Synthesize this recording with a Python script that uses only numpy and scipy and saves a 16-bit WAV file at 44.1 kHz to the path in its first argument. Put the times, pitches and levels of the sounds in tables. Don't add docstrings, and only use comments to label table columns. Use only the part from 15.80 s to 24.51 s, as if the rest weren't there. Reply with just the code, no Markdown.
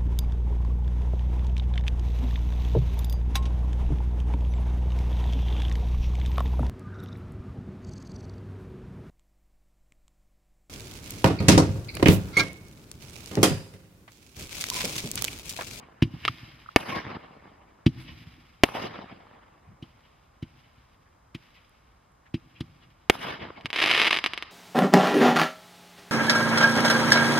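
import sys
import numpy as np
from scipy import signal
from scipy.fft import rfft, irfft
from scipy.io import wavfile
from scipy.ndimage import uniform_filter1d

SR = 44100
rng = np.random.default_rng(int(sys.argv[2]) if len(sys.argv) > 2 else 0)


def generate_wav(signal):
    frames = np.transpose(np.atleast_2d(signal))
    scaled = np.clip(frames, -1, 1) * 32767
    pcm = np.round(scaled).astype(np.int16)
    wavfile.write(sys.argv[1], SR, pcm)


N = 384111
TIME = np.arange(N) / SR

# frequency in Hz, level in dB.
AIR_SPECTRUM = [(12, -43), (20, -20), (60, -3.5), (81, -6), (216, -16.5), (410, -23), (738, -21.5),
                (802, -20), (976, -21), (1060, -17.5), (1610, -25.5), (1760, -28.5), (2390, -33.5),
                (13900, -51.5), (16000, -57.5)]
# frequency in Hz, stereo side level over the middle in dB.
STEREO_WIDTH = [(60, -14.5), (99, -17.5), (160, -14), (270, -13.5), (450, 2), (740, -0.5), (1220, -2),
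                (2010, -5.5), (3330, -12.5), (5500, 5.5), (9080, 2.5), (15000, -4)]
# time in seconds,
# level in dB, pitch in Hz, # width in octaves, spread in seconds.
SMALL_PUFFS = [(0.484, -17.5, 1225, 0.073, 0.0021), (.863, -34.5, 1204, 0.15, 0.001),
               (0.8907, -33, 1200, 0.12, 0.0016), (1.153, -35.5, 1070, 0.029, 0.029),
               (2.224, -67, 9800, .3, .018), (3.911, -49.5, 115, 0.41, 0.024),
               (5.273, -65.5, 1780, 0.19, 0.0094), (5.895, -62, 10000, .4, .001),
               (6.32, -69, 9500, .3, .001), (6.469, -59, 1900, 0.42, 0.01), (7.772, -52, 2300, 0.25, 0.011)]
# start in seconds, thump level in dB, bass tilt in dB per
# octave, gas spit level in dB, its decay in seconds, its pitch in Hz, tail hiss level in dB,
# the time the hiss takes to swell in seconds.
LIFT_CHARGES = [(0.2236, -5.5, 0, -23, 0.004, 2920, -51.5, 0.27),
                (2.0645, -4, 0.5, -23.5, 0.0031, 3200, -55.5, .13),
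                (4.026, -30, 0.5, -46, 0.0045, 3120, -68.5, 0.026),
                (4.6269, -23.5, -1, -43.5, 0.004, 2870, -66.5, 0.05),
                (5.5492, -27.5, 1, -34.5, 0.003, 2465, -65, 0.039),
                (6.5428, -16, 2, -35, 0.0044, 2560, -67.5, 0.052),
                (6.808, -22, 0.5, -32.5, 0.0025, 3360, -70.5, 0.039),
                (7.848, -30.5, -0.5, -47.5, 0.0039, 3000, -67, 0.046)]
# start in seconds, level in dB, ground bounce delay in seconds,
# bounce level in dB, echo level in dB, extra bite in the upper middle tones in dB.
SHELL_BURSTS = [(.9614, 10.5, .00272, -11.5, -11, -2), (2.8358, 11.5, 0.003, -7, -13.5, 1),
                (7.2984, 8.5, 0.00248, -6.5, -10.5, 3.5)]
# start in seconds, level in dB.
STANDOUT_STARS = [(.4518, -8), (.4797, -7.5), (7.8103, -33.5), (7.8578, -12.5), (7.9034, -18.5),
                  (7.930, -12.5), (7.962, -10.5), (8.002, -9.5), (8.027, -5), (8.039, -5.5), (8.113, -2.5),
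                  (8.200, -4.5), (8.217, -2), (8.269, -11), (8.324, -14), (8.352, -25.5), (8.388, -10),
                  (8.4411, -7), (8.4449, -20), (8.462, -5.5), (8.473, -19.5), (8.5352, -14),
                  (8.5769, -14.5), (8.6248, -15.5)]
# frequency in Hz, level in dB.
THUMP_SPECTRUM = [(20, -46), (35, -25.5), (55, -8.5), (85, -4), (130, 0), (180, -3.5), (205, -16.5),
                  (235, -2.5), (280, -7), (328, -3.5), (380, -27), (700, -36), (1500, -44), (5000, -71.5)]
GAS_SPECTRUM = [(200, -10), (700, -13), (1400, -10), (2200, -3.5), (3050, -2.5), (4300, -10.5), (4950, -10),
                (6300, -21.5), (7600, -32.5), (10000, -26.5), (16000, -48)]
SPARK_SPECTRUM = [(500, -16.5), (1400, -4), (2300, 1.5), (3100, 1.5), (4200, -7.5), (5000, -9), (6200, -21),
                  (7600, -28), (9800, -24.5), (13500, -23), (16000, -35.5)]
STAR_SPECTRUM = [(40, -34.5), (320, -6), (500, -11.5), (800, -9), (1200, -5), (1450, -8), (2200, -1.5),
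                 (3000, 0), (4300, -12), (5000, -15.5), (7400, -35), (9800, -31.5), (14000, -44),
                 (17000, -63)]
SHELL_SPECTRUM = [(20, -40), (55, -7.5), (110, 1.5), (300, 7.5), (700, 5.5), (1150, 2), (1450, -1),
                  (2200, 2), (3000, 1), (4100, -11.5), (5000, -14.5), (7500, -31), (9800, -23),
                  (14000, -27.5), (17000, -51)]
# delay in seconds, boost over the even echo in dB, spread in seconds.
SKY_REFLECTORS = [(.03, 5.5, .025), (.135, 11, .022), (.21, 15, 0.035), (.33, 10.5, .025), (.39, 8, 0.016),
                  (.485, 6, .016), (.72, 3.5, .025)]
GROUND_REFLECTORS = [(.016, 6, .015), (.113, 5, 0.013), (.25, 4, .04)]
# delay in seconds, strength in dB.
WALL_SLAPS = [(.07, 20), (0.116, 27.5), (0.207, 22), (.25, 4), (.355, 34.5), (0.407, 38.5)]
# frequency in Hz, boost in dB.
ECHO_TONE = [(40, 6.5), (150, 5), (330, -5), (600, -4.5), (1100, 2), (2500, -3), (5000, 2.5), (8000, 8.5),
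             (14000, 10.5)]
# frequency in Hz, loss in dB per second of travel.
AIR_LOSS = [(100, 4), (1100, 3.3), (2200, 8.9), (3500, 13), (5000, 15), (8000, 90), (14000, 100)]
# frequency in Hz, width in Hz, boost in dB.
HOUSING_RESONANCES = [(1800, 110, 2.5), (2200, 100, 4), (2650, 570, -0.5), (2960, 160, 0), (3930, 120, 3.5),
                      (4480, 500, -4), (4850, 110, 6.5), (9140, 2900, 0.5), (12500, 870, 3)]

SKY_FADE_DB_PER_S, GROUND_FADE_DB_PER_S = 12.5, 29


def gain_of(db):
    return 10 ** (np.asarray(db) / 20)


def unit_level(x):
    return x / np.sqrt(np.mean(x ** 2) + 1e-20)


def bell(t, centre_s, spread_s):
    return np.exp(-.5 * ((t - centre_s) / spread_s) ** 2)


def db_at(spectrum, hz):
    row_hz, row_db = np.transpose(spectrum)
    return np.interp(np.log(hz + 1), np.log(row_hz + 1), row_db)


def add(mix, start_s, sound):
    part = mix[..., round(start_s * SR):][..., :sound.shape[-1]]
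    part += sound[..., :part.shape[-1]]


def coloured(x, spectrum):
    hz = np.fft.rfftfreq(x.shape[-1], 1 / SR)
    return irfft(rfft(x) * gain_of(db_at(spectrum, hz)), x.shape[-1])


def resonate(x, centre_hz, width_hz, boost_db):
    band = signal.lfilter(*signal.iirpeak(centre_hz, centre_hz / width_hz, fs=SR), x)
    return x + (gain_of(boost_db) - 1) * band


def all_around(pair):
    side = coloured(pair[1], STEREO_WIDTH)
    return np.array([pair[0] + side, pair[0] - side])


def pulse(spectrum, tilt_db=0, size=4096):
    hz = np.fft.rfftfreq(size, 1 / SR)
    bass_db = tilt_db * np.log2(np.clip(hz, 30, 400) / 400)
    log_gain = np.log(gain_of(np.maximum(db_at(spectrum, hz) + bass_db, -90)))
    mirrored = np.r_[log_gain, log_gain[-2:0:-1]]
    wave = np.fft.ifft(np.exp(signal.hilbert(mirrored).conj())).real
    wave = wave[:size // 2] * signal.windows.tukey(size, .5)[size // 2:]
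    return wave / abs(wave).max()


def with_bounce(wave, bounce_s, bounce_db, scatter_db, decay_s, size=1024):
    age = np.maximum(TIME[:size] - bounce_s / 2, 0) / decay_s
    paths = all_around(rng.standard_normal((2, size))) * age * np.exp(-age)
    paths *= gain_of(scatter_db) / np.linalg.norm(paths[0])
    paths[:, 0] += 1
    paths[:, min(round(bounce_s * SR), size - 1)] += gain_of(bounce_db)
    return signal.fftconvolve(paths, wave[None], axes=1)


def wall_slaps(size, stray_per_s=40, stray_db=26, smear_samples=400):
    slaps = gain_of(stray_db) * rng.standard_normal(size) * (rng.random(size) < stray_per_s / SR)
    smear = signal.windows.hann(smear_samples)
    for delay_s, wall_db in WALL_SLAPS:
        slap = smear * rng.standard_normal(smear_samples) / np.linalg.norm(smear)
        add(slaps, delay_s - smear_samples / (2 * SR), gain_of(wall_db) * slap)
    return signal.lfilter(*signal.butter(2, 1300, fs=SR), slaps)


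def echoes(x, reflectors, fade_db_per_s, lumpy_db, patchy_db=2.5, size=98304):
    slaps = wall_slaps(size)
    reflections = all_around(rng.standard_normal((2, size))) + slaps
    hz, t, slices = signal.stft(reflections, SR, nperseg=256)
    clumps = unit_level(uniform_filter1d(rng.standard_normal(len(t)), size=4))
    swells = 1 + sum((gain_of(boost_db) - 1) * bell(t, delay_s, spread_s)
                     for delay_s, boost_db, spread_s in reflectors)
    level_db = 20 * np.log10(abs(swells)) - fade_db_per_s * t + lumpy_db * clumps
    level_db -= 10 * np.log10(np.sum(gain_of(level_db) ** 2) * size / len(t))
    level_db = level_db + db_at(ECHO_TONE, hz)[:, None] - db_at(AIR_LOSS, hz)[:, None] * t
    patches = uniform_filter1d(rng.standard_normal(slices.shape[1:]), size=3, axis=0)
    patches = unit_level(uniform_filter1d(patches, size=12, axis=1))
    level_db += patchy_db * (patches - .5)
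    tail = signal.istft(slices * gain_of(level_db), SR, nperseg=256)[1]
    return signal.fftconvolve(x[None], tail, axes=1)[:, :N]


def night_air(level_db=-60.5):
    noise = coloured(rng.standard_normal((2, N)), AIR_SPECTRUM)
    return gain_of(level_db) * unit_level(all_around(noise))


def dying_echo(ago_s=0.7, echo_db=-1):
    out = np.zeros((2, N))
    echo = echoes(pulse(SHELL_SPECTRUM), SKY_REFLECTORS, SKY_FADE_DB_PER_S, lumpy_db=2.5)
    add(out, 0, gain_of(echo_db) * echo[:, round(ago_s * SR):])
    return out


def puffs(size=16384):
    out, hz = np.zeros((2, N)), np.fft.rfftfreq(size, 1 / SR)
    t = (np.arange(size) - size / 2) / SR
    for time_s, level_db, pitch_hz, octaves, spread_s in SMALL_PUFFS:
        band = 1 / (1 + (np.log2((hz + 1) / pitch_hz) / (2 * octaves)) ** 2) ** 2
        noise = irfft(rfft(rng.standard_normal((2, size))) * band)
        puff = unit_level(all_around(noise)) * bell(t, 0, spread_s)
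        add(out, time_s + t[0], gain_of(level_db) * puff)
    return out


def burning_tails(spark_db=3.0, flutter_db=1.9, hold_s=.28, fade_db_per_s=27):
    sparks = rng.standard_normal((2, N)) * gain_of(spark_db * np.minimum(rng.exponential(1, N), 7))
    hiss = unit_level(all_around(coloured(sparks, SPARK_SPECTRUM)))
    flutter = unit_level(uniform_filter1d(rng.standard_normal(N), size=1200))
    power = np.zeros(N)
    for start_s, *_, hiss_db, swell_s in LIFT_CHARGES:
        swell = np.clip((TIME - start_s) / swell_s, 0, 1)
        fade_db = fade_db_per_s * np.maximum(TIME - start_s - hold_s, 0)
        power += (swell * gain_of(hiss_db - fade_db)) ** 2
    return hiss * np.sqrt(power) * gain_of(flutter_db * flutter)


def gas_jet(pitch_hz, size):
    hiss = coloured(rng.standard_normal(size), GAS_SPECTRUM)
    return unit_level(resonate(hiss, pitch_hz, width_hz=470, boost_db=9))


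def whoosh(spit, delay_s=0.2255, spread_s=0.013, gain_db=-9.5, top_hz=2640, size=16384):
    paths = all_around(rng.standard_normal((2, size))) * bell(TIME[:size], delay_s, spread_s)
    paths /= np.linalg.norm(paths.mean(0))
    dulled = signal.lfilter(*signal.butter(2, top_hz, fs=SR), paths)
    return gain_of(gain_db) * signal.fftconvolve(dulled, spit[None], axes=1)


def launches(echo_db=-20, ring_hz=328, ring_db=-18.5, ring_s=0.006, leak_s=.0035, leak_db=-12, size=4096):
    out, t = np.zeros((2, N)), TIME[:size]
    ring = gain_of(ring_db) * np.sin(2 * np.pi * ring_hz * t) * (t / ring_s) * np.exp(1 - t / ring_s)
    for start_s, thump_db, tilt_db, spit_db, decay_s, spit_hz, _, _ in LIFT_CHARGES:
        gas_flow = np.where(t < leak_s, gain_of(leak_db), np.exp((leak_s - t) / (2 * decay_s)))
        spit = gain_of(spit_db) * gas_jet(spit_hz, size) * gas_flow
        shot = spit.copy()
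        add(shot, leak_s, gain_of(thump_db) * pulse(THUMP_SPECTRUM, tilt_db))
        add(shot, leak_s, gain_of(thump_db) * ring)
        add(out, start_s - leak_s, shot)
        add(out, start_s - leak_s, whoosh(spit))
        echo = echoes(shot, GROUND_REFLECTORS, GROUND_FADE_DB_PER_S, lumpy_db=2.5)
        add(out, start_s - leak_s, gain_of(echo_db) * echo)
    return out


def star_cloud(start_s=7.932, end_s=8.372, swell_s=0.092, thin_s=.14, variety_db=2.0, max_stars=300):
    pops_per_s = np.interp(TIME, [end_s - thin_s, end_s], [300, 150], right=0)
    popped_so_far = np.cumsum(pops_per_s * (TIME > start_s)) / SR
    stray, strength = rng.standard_normal((max_stars, 2)).T
    turn = abs(np.arange(max_stars) + 1.5 * stray)
    times = np.interp(turn, popped_so_far, TIME)
    levels_db = np.interp(times, [start_s, start_s + swell_s], [-23, -11])
    levels_db += variety_db * np.minimum(strength, 1.3)
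    return np.c_[times, levels_db][turn < popped_so_far[-1]]


def crackling_stars(echo_db=-18.5):
    out, pop = np.zeros((2, N)), pulse(STAR_SPECTRUM)
    for start_s, level_db in [*STANDOUT_STARS, *star_cloud()]:
        bounce_s = rng.uniform(.0014, .0034)
        wave = gain_of(level_db) * pop
        add(out, start_s, with_bounce(wave, bounce_s, bounce_db=-9.5, scatter_db=-4.5, decay_s=0.0031))
    return out + gain_of(echo_db) * echoes(out.mean(0), SKY_REFLECTORS, SKY_FADE_DB_PER_S, lumpy_db=3.5)


def shell_bursts():
    out, crack = np.zeros((2, N)), pulse(SHELL_SPECTRUM)
    for start_s, level_db, bounce_s, bounce_db, echo_db, bite_db in SHELL_BURSTS:
        wave = gain_of(level_db) * resonate(crack, centre_hz=3300, width_hz=820, boost_db=bite_db)
        add(out, start_s, with_bounce(wave, bounce_s, bounce_db, scatter_db=-8.5, decay_s=0.002))
        echo = echoes(wave, SKY_REFLECTORS, SKY_FADE_DB_PER_S, lumpy_db=1.77)
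        add(out, start_s, gain_of(echo_db) * echo)
    return out


def scene():
    bangs = launches() + shell_bursts() + dying_echo()
    return bangs + burning_tails() + puffs() + night_air() + crackling_stars()


def record(dry):
    for centre_hz, width_hz, boost_db in HOUSING_RESONANCES:
        dry = resonate(dry, centre_hz, width_hz, boost_db)
    clipped = np.clip(dry, -1, 1)
    treble_cut = signal.firwin(255, cutoff=15650, window=("kaiser", 8), fs=SR)
    return signal.oaconvolve(clipped, treble_cut[None], "same")


dry = scene()
out = record(dry)
generate_wav(out)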